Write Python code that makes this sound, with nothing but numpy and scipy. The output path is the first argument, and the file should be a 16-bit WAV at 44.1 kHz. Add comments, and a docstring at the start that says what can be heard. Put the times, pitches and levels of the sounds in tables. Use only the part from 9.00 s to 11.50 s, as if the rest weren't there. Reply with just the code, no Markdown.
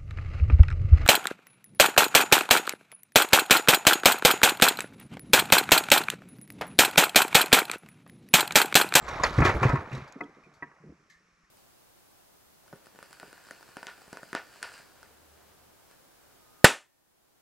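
"""Boards off a snowy stack

Rough boards are pulled off a snowy stack some metres away, at the edge of a wood.
They drag (ringing grains and hiss), knock (struck modes), thud (low notes), tick and squeak (noise).
Loose pieces settle afterwards, over a low rumble (lumpy noise) and still winter air (steady noise).
The trees send back a soft echo of dying noise; two close microphone ports pick it all up."""
import sys
import numpy as np
from scipy import signal
from scipy.fft import rfft, irfft
from scipy.io import wavfile

SR = 44100
rng = np.random.default_rng(int(sys.argv[2]) if len(sys.argv) > 2 else 0)


def int16_out(signal):
    """Quantize to a 16-bit WAV file."""
    q = np.round(np.clip(np.atleast_2d(signal).T, -1, 1) * 32767)
    wavfile.write(sys.argv[1], SR, q.astype(np.int16))


N = 110250  # 2.5 s


def from_db(db):
    """Turn dB into gain."""
    return 10 ** (np.asarray(db) / 20)


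def rms_one(x):
    """Scale to rms 1."""
    return x / np.sqrt(np.mean(x ** 2) + 1e-20)


def at_hz(points, hz):
    """Read a table on a log-frequency axis."""
    table_hz, values = np.array(points).T
    return np.interp(np.log(np.maximum(hz, 1)), np.log(table_hz), values)


def in_time(rows):
    """Draw gain curves through rows of (time_s, level_db, ...)."""
    times, *columns = np.transpose(rows)
    return [from_db(np.interp(np.arange(N) / SR, times, levels)) for levels in columns]


def band(x, low_hz, high_hz, order=2):
    """Band-pass the sound."""
    return signal.sosfilt(signal.butter(order, [low_hz, high_hz], "band", fs=SR, output="sos"), x)


def coloured(x, spectrum):
    """Filter by a table of (freq_hz, level_db)."""
    return irfft(rfft(x) * from_db(at_hz(spectrum, np.arange(N // 2 + 1) * SR / N)), N)


def dying(t60):
    """Make a quarter second of noise that falls 60 dB in t60 seconds."""
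    t = np.arange(SR // 4) / SR
    return rng.standard_normal(len(t)) * from_db(-60 * t / t60)


def bright(noise):
    """Keep the treble of a contact."""
    return 0.64 * band(noise, 3400, 6900) + 0.055 * band(noise, 5700, 13000)


def ring(clicks, hz, t60):
    """Two-pole resonator: a unit click sets a dying sine of starting height 1 ringing."""
    radius = from_db(-60 / (t60 * SR))
    angle = 2 * np.pi * hz / SR
    feedback = [1, -2 * radius * np.cos(angle), radius * radius]
    return signal.lfilter([0, np.sin(angle)], feedback, clicks + 1e-18)


def add(out, s, sound):
    """Mix a sound in at time s, in seconds."""
    i = int(s * SR)
    out[..., i:i + sound.shape[-1]] += sound[..., :N - i]


GRAINS_PER_S, GRAIN_SPREAD_DB, GRAIN_CYCLES = 5000, 1.76, 34  # ring t60 in cycles of each pitch


def grains(spectrum, count):
    """Rough fibres catch at random; each catch rings briefly at one of the pitches; rms 1."""
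    sizes = from_db(GRAIN_SPREAD_DB * np.minimum(rng.exponential(1, N), 5)) * rng.choice([-1, 1], N)
    clicks = sizes * (rng.random(N) < GRAINS_PER_S / SR)
    dealt = rng.integers(0, count, N)  # which pitch each catch excites
    out = np.zeros(N)
    for k, hz in enumerate(np.geomspace(spectrum[0][0], spectrum[-1][0], count)):
        voice = rms_one(ring(clicks * (dealt == k), hz, GRAIN_CYCLES / hz))
        # sqrt(hz) makes up for the wider spacing of the high pitches
        out += from_db(at_hz(spectrum, hz)) * np.sqrt(hz) * voice
    return rms_one(out)


# boards dragging and settling: time_s, mid_level_db, treble_level_db (before DRAG_DB)
DRAG_LEVELS = [(0.0, -52, -64), (0.09, -37.5, -52), (0.229, -34, -53.5), (0.238, -23.5, -33),
               (0.318, -41, -49), (0.43, -28, -49.5), (0.46, -22.5, -31.5), (0.5, -28.5, -41),
               (0.552, -37, -56.5), (0.622, -34, -52), (0.634, -26, -43.5), (0.848, -44, -67),
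               (0.96, -47.5, -58), (1.19, -56, -76), (1.45, -62.5, -78), (1.8, -64, -85.5),
               (2.1, -78, -81.5)]
# colour of the wooden grains: freq_hz, relative_level_db
GRAIN_COLOUR = [(260, -30), (450, -3.5), (1000, -2.5), (1200, 0), (1730, -7.5), (2100, -8), (2290, -6.5),
                (3000, -31.5)]
# colour of the gritty hiss: freq_hz, relative_level_db
GRIT_COLOUR = [(1650, -37.5), (2800, -2), (3180, -2), (3860, -0.5), (4820, -6), (6370, -8.5), (8720, -23),
               (12700, -26.5), (14300, -42), (15400, -63.5)]
DRAG_DB = -1.08


def drag():
    """Sliding wood: ringing grains in the middle, gritty hiss on top."""
    mid_gain, treble_gain = in_time(DRAG_LEVELS)
    wood = rms_one(band(grains(GRAIN_COLOUR, count=30), 450, 2700, order=3))
    # the hiss takes a new random level every 40 samples
    roughness = from_db(3.5 * rng.standard_normal(N // 40 + 1).repeat(40)[:N])
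    grit = rms_one(coloured(rng.standard_normal(N) * roughness, GRIT_COLOUR))
    return from_db(DRAG_DB) * (mid_gain * wood + treble_gain * grit)


# knocks: start_s, level_db, favoured_pitch_hz, crack_db and clatter_db (both relative to level_db),
# favour_db (lead of the modes near that pitch), ring_share (multiplies the ring times)
KNOCK_EVENTS = [(0.08, -27.5, 1007, -13, -1, 16, 2), (0.198, -20.5, 1140, -28, -15.5, 20, 0.37),
                (0.235, -15, 1770, -25, 2, 10.5, 0.85), (0.384, -17.5, 780, -17, -11.5, 10.5, 0.61),
                (0.404, -21.5, 1080, -10.5, -17, 8, 0.31), (0.419, -21, 1300, -29, 4.5, 3, 0.9),
                (0.449, -16.5, 1520, -6.5, -3.5, 6, 1.47), (0.464, -21, 1720, -11, 6, 10, 1.33),
                (0.493, -14, 702, -20.5, -2, 11, 0.7), (0.63, -13, 1177, -17.5, 0.5, 9, 0.61),
                (0.693, -24, 1220, -10.5, -9.5, 6, 1.73), (0.755, -20.5, 1204, -23, -20, 15, 1.43),
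                (0.917, -36, 860, -22, 2.5, 17, 3.6), (1.2061, -30, 1080, -37, -26, 8.5, 1.22),
                (1.623, -27, 2020, -42, -16, 13, .85), (1.672, -49.5, 2008, -28.5, -15, 18.5, .45),
                (1.714, -53.5, 2000, -32.5, -7.5, 4.5, 0.74)]
# what the boards ring with: freq_hz, level_db, t60_s (before ring_share)
BOARD_MODES = [(290, -2.5, 0.05), (374, -5.5, 0.1), (557, -11.5, 0.11), (637, -11, 0.055), (716, -7, 0.095),
               (947, -2.5, 0.11), (1101, 1.5, 0.067), (1300, -6, 0.12), (1440, -12.5, 0.11),
               (1624, -10, 0.094), (1760, -7, 0.097), (2000, -2.5, 0.052), (2130, -16, 0.029),
               (2460, -5.5, 0.044)]
FAVOUR_OCTAVES, MODE_SCATTER_DB = 0.13, 2.5
TOUCHES, TOUCH_LOSS_DB, CONTACT_S = 3, 1, 0.006  # touches per knock, drop per touch, longest run
KNOCK_DB, CRACK_DB, CRACK_T60_S = -2.5, 2, 0.054
CONTACT_CUT_HZ = 2610  # soft contact dulls the ring and clatter
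CLATTER_T60_S = 0.18  # before ring_share


def knocks():
    """Each knock is a quick run of touches; it rings the modes near its pitch most, clatters and cracks."""
    out = np.zeros(N)
    soft = signal.butter(12, CONTACT_CUT_HZ, fs=SR, output="sos")
    for s, db, hz, crack_db, clatter_db, favour_db, ring_share in KNOCK_EVENTS:
        when = (CONTACT_S * SR * np.r_[0, np.sort(rng.random(TOUCHES - 1))]).astype(int)
        body = from_db(clatter_db) * band(dying(CLATTER_T60_S * ring_share), 536, 3600, order=1)
        for mode_hz, mode_db, t60 in BOARD_MODES:
            octaves_off = np.log2(mode_hz / hz)
            near_db = favour_db * (np.exp(-(octaves_off / FAVOUR_OCTAVES) ** 2) - 1)
            touch_db = KNOCK_DB + mode_db + near_db - TOUCH_LOSS_DB * np.arange(TOUCHES)
            touch_db = touch_db + rng.normal(0, MODE_SCATTER_DB, TOUCHES)
            clicks = np.zeros(len(body))
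            clicks[when] = from_db(touch_db) * rng.choice([-1, 1], TOUCHES)
            detuned_hz = mode_hz * (1 + 0.011 * rng.standard_normal())
            body += ring(clicks, detuned_hz, t60 * ring_share)
        crack = from_db(crack_db + CRACK_DB) * bright(dying(CRACK_T60_S))
        add(out, s, from_db(db) * (signal.sosfilt(soft, body) + crack))
    return out


# thuds of whole boards: start_s, level_db (before a fixed lift), pitch_hz, t60_s,
# rattle_db (relative to the note, before a fixed lift)
THUD_EVENTS = [(0.042, -44, 59.7, .15, -22), (0.238, -36, 78, 0.18, -2), (0.38, -8.5, 116.5, 0.076, -9),
               (0.4, -14, 65, 0.098, -6), (0.415, -17, 143, 0.089, -9), (0.446, -17.5, 96.3, 0.076, -3),
               (0.479, -20, 102, 0.093, -23), (0.552, -24.5, 62.6, 0.18, -11), (0.614, -21, 123, 0.15, -5),
               (0.652, -6.5, 122.4, 0.067, -12.5), (.69, -23.5, 58, 0.11, -9),
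               (0.732, -12.5, 136, 0.081, -9), (0.778, -33, 88, 0.13, -8), (0.927, -28.5, 133, 0.18, -7),
               (.97, -38.5, 70, 0.11, -1), (1.019, -31.5, 135, 0.049, -25), (1.156, -44, 273, 0.089, 9),
               (1.206, -41, 290, 0.21, 3), (1.366, -59, 149, 0.16, 7), (1.46, -62, 146, 0.3, 4.5),
               (1.622, -46, 276, 0.076, -9), (1.622, -56, 144, 0.27, 2.5), (1.801, -56.5, 160, 0.17, -8),
               (1.834, -51.5, 156, 0.16, 2.5), (1.861, -49, 158, 0.19, 0), (1.888, -52, 70.7, 0.16, 4.5),
               (1.918, -53.5, 160, 0.066, 3.5), (1.99, -66.5, 152.3, 0.25, -0.5), (2.2, -68, 176, .1, -2),
               (2.32, -67, 45.5, 0.078, -8), (2.432, -61.5, 43.86, 0.065, -9)]
THUD_RISE_S, RATTLE_LOW_HZ, RATTLE_HIGH_HZ = 0.0058, 175, 444


def thuds():
    """A board lands flat and flexes: a low note that swells fast and dies, with a rough rattle."""
    out, t = np.zeros(N), np.arange(SR // 4) / SR
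    swell = 1 - np.exp(-t / THUD_RISE_S)
    for s, db, hz, t60, rattle_db in THUD_EVENTS:
        rattle = from_db(rattle_db + 14.5) * band(dying(t60), RATTLE_LOW_HZ, RATTLE_HIGH_HZ, order=3)
        note = from_db(-60 * t / t60) * np.sin(2 * np.pi * hz * t)
        add(out, s, from_db(db + 5.5) * swell * (rattle - note))
    return out


def snap(hz, t60, broad_db):
    """A burst of dying noise: a narrow peak at hz over a broad treble."""
    noise = dying(t60)
    peak = 2.2 * band(noise, hz * .96, hz * 1.04)
    return from_db(broad_db) * bright(noise) + peak


# dry ticks and scuffs of grit and ice, plus the 2 kHz ring of the knock at 1.206 s: start_s, level_db,
# pitch_hz, t60_s, # broad_db (broad treble relative to the narrow peak)
TICK_EVENTS = [(0.087, -47, 5650, 0.058, 16.5), (0.2355, -14.5, 5090, 0.032, -19),
               (.235, -11.5, 6900, 0.012, -24), (0.242, -13.5, 4420, 0.023, -32),
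               (0.929, -45, 3840, 0.056, 5), (0.95, -42.5, 3980, 0.058, 4.5),
               (0.975, -47.5, 4290, 0.068, 2.5), (1.078, -56.5, 4770, 0.08, 9.5),
               (1.124, -48, 6580, 0.02, 9), (1.208, -18, 2025, 0.022, -31), (1.234, -43, 3240, 0.04, -15),
               (1.242, -52, 6700, 0.0081, 8), (1.435, -44.5, 2390, 0.16, -17.5),
               (1.538, -66.5, 4470, 0.2, 11), (2.097, -46, 1777, 0.47, -22.5),
               (2.098, -47.5, 2090, 0.27, -3.5), (2.1, -60.5, 6250, 0.11, -8),
               (2.447, -49, 1890, .04, -12.5)]


def ticks():
    """Grit and ice give short dry snaps and scuffs of dying noise; one snap is the high ring of a knock."""
    out = np.zeros(N)
    for s, db, hz, t60, broad_db in TICK_EVENTS:
        add(out, s, from_db(db) * snap(hz, t60, broad_db))
    return out


# wood squeaks on ice: start_s, length_s, from_hz, to_hz, level_db
SQUEAK_EVENTS = [(0, 0.076, 7550, 7440, -62.5), (0.064, 0.12, 5850, 5430, -60),
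                 (0.069, 0.17, 3750, 3700, -57)]
SQUEAK_WIDTH_HZ = 70  # fastest waver


def squeaks():
    """Thin wavering tones that sag as the board slows."""
    out = np.zeros(N)
    for s, length, from_hz, to_hz, db in SQUEAK_EVENTS:
        n = int(length * SR)
        waver = rms_one(band(rng.standard_normal((2, SR // 4)), 5, SQUEAK_WIDTH_HZ, order=1))[:, :n]
        phase = 2 * np.pi * np.cumsum(np.linspace(from_hz, to_hz, n)) / SR
        tone = waver[0] * np.sin(phase) + waver[1] * np.cos(phase)
        fade = np.sqrt(np.sin(np.linspace(0, np.pi, n)) + 1e-9)  # in and out
        add(out, s, from_db(db) * fade * tone)
    return out


# rumble of the shaken stack: time_s, body_level_db, deep_level_db
RUMBLE_LEVELS = [(0.0, -53.5, -56), (0.13, -43.5, -46), (0.27, -45, -42), (0.57, -34, -39),
                 (0.91, -48, -61), (1.03, -57.5, -79), (1.3, -71.5, -74.5), (2.33, -81.5, -87),
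                 (2.5, -88, -93)]
# colour of the rumble's body: freq_hz, relative_level_db
BODY_COLOUR = [(100, -6.5), (144, -2), (205, -14), (360, -10), (600, -14), (780, -44)]


def rumble():
    """The stack shakes: lumpy low noise in two bands."""
    body_gain, deep_gain = in_time(RUMBLE_LEVELS)
    lumps = from_db(6.0 * rms_one(band(rng.standard_normal((2, N)), 5.8, 42, order=1)))
    body = band(coloured(rng.standard_normal(N), BODY_COLOUR), 110, 700, order=3)
    deep = band(rng.standard_normal(N), 23, 81, order=3)
    return body_gain * rms_one(lumps[0] * body) + deep_gain * rms_one(lumps[1] * deep)


# part of the wood's sound that differs left and right: freq_hz, level_db (relative to the direct sound)
SCATTER_COLOUR = [(100, -49), (300, -22), (700, -17), (1500, -13), (3000, -8), (6000, -18), (9000, -31),
                  (13000, -5)]


def scatter(wood):
    """A shifting scatter off the stack: the wood recoloured, its strength and sign wandering."""
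    return coloured(wood, SCATTER_COLOUR) * rms_one(band(rng.standard_normal(N), 6, 40, order=1))


ECHO_DB, ECHO_T60_S, ECHO_DELAY_S, ECHO_LOW_HZ, ECHO_HIGH_HZ = -29, 0.8, 0.03, 800, 2500


def trees(x):
    """Scattered echo from the trunks: convolution with dying noise, partly its own in each channel."""
    t = np.arange(N) / SR
    decay = from_db(-60 * t / ECHO_T60_S) * (t > ECHO_DELAY_S)
    shared, side = rng.standard_normal((2, N)) * decay
    tail = band(shared + 0.28 * side * [[1], [-1]], ECHO_LOW_HZ, ECHO_HIGH_HZ)
    tail = tail / np.sqrt(np.sum(tail ** 2))
    return from_db(ECHO_DB) * signal.fftconvolve(x[None], tail, axes=1)[:, :N]


# still winter air: freq_hz, relative_level_db (per Hz)
AIR_COLOUR = [(35, -49.5), (60, -16.5), (119, -24.5), (164, 0.5), (264, -17.5), (340, -14.5), (827, -27),
              (1090, -9), (2470, -14), (3560, -36), (5490, -19.5), (14000, -48.5)]
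AIR_DB, AIR_SIDE_DB = -70, -5.5  # rms of each noise; trim of the left-right part, relative to the shared


def winter_air():
    """Still air: two steady coloured noises, one shared and one for the left-right difference."""
    return from_db(AIR_DB) * rms_one(coloured(rng.standard_normal((2, N)), AIR_COLOUR))


def scene():
    """All the wood, its echo, the air, and a scatter that differs left and right."""
    wood = drag() + rumble() + knocks() + thuds() + ticks() + squeaks()
    air, air_side = winter_air()
    side = band(scatter(wood) + from_db(AIR_SIDE_DB) * air_side, 220, 12000)
    return wood + air + side * [[1], [-1]] + trees(wood + air)


# phase between the ports: freq_hz, left_lead_rad
PORT_LEAD = [(100, -.01), (180, -.04), (350, -.15), (700, -.38), (1400, -.6), (2700, -1.15), (3300, -1.1),
             (4100, -.55), (9000, -.25), (13000, .6)]
# level between the ports: freq_hz, left_minus_right_db
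PORT_TILT = [(150, 0), (350, -.9), (700, -1.9), (1400, -.7), (8100, -.6), (14000, -2.4)]
CUTOFF_HZ = 15400  # 70 dB down from here up


def record(dry):
    """The two ports differ in phase and level by pitch; the top is cut."""
    hz = np.arange(N // 2 + 1) * SR / N
    # half the difference goes to each port
    port = np.exp(.5j * at_hz(PORT_LEAD, hz)) * from_db(.5 * at_hz(PORT_TILT, hz))
    out = irfft(rfft(dry) * [port, 1 / port], N)
    return signal.sosfilt(signal.cheby2(12, 70, CUTOFF_HZ, fs=SR, output="sos"), out)


dry = scene()
out = record(dry)
int16_out(out)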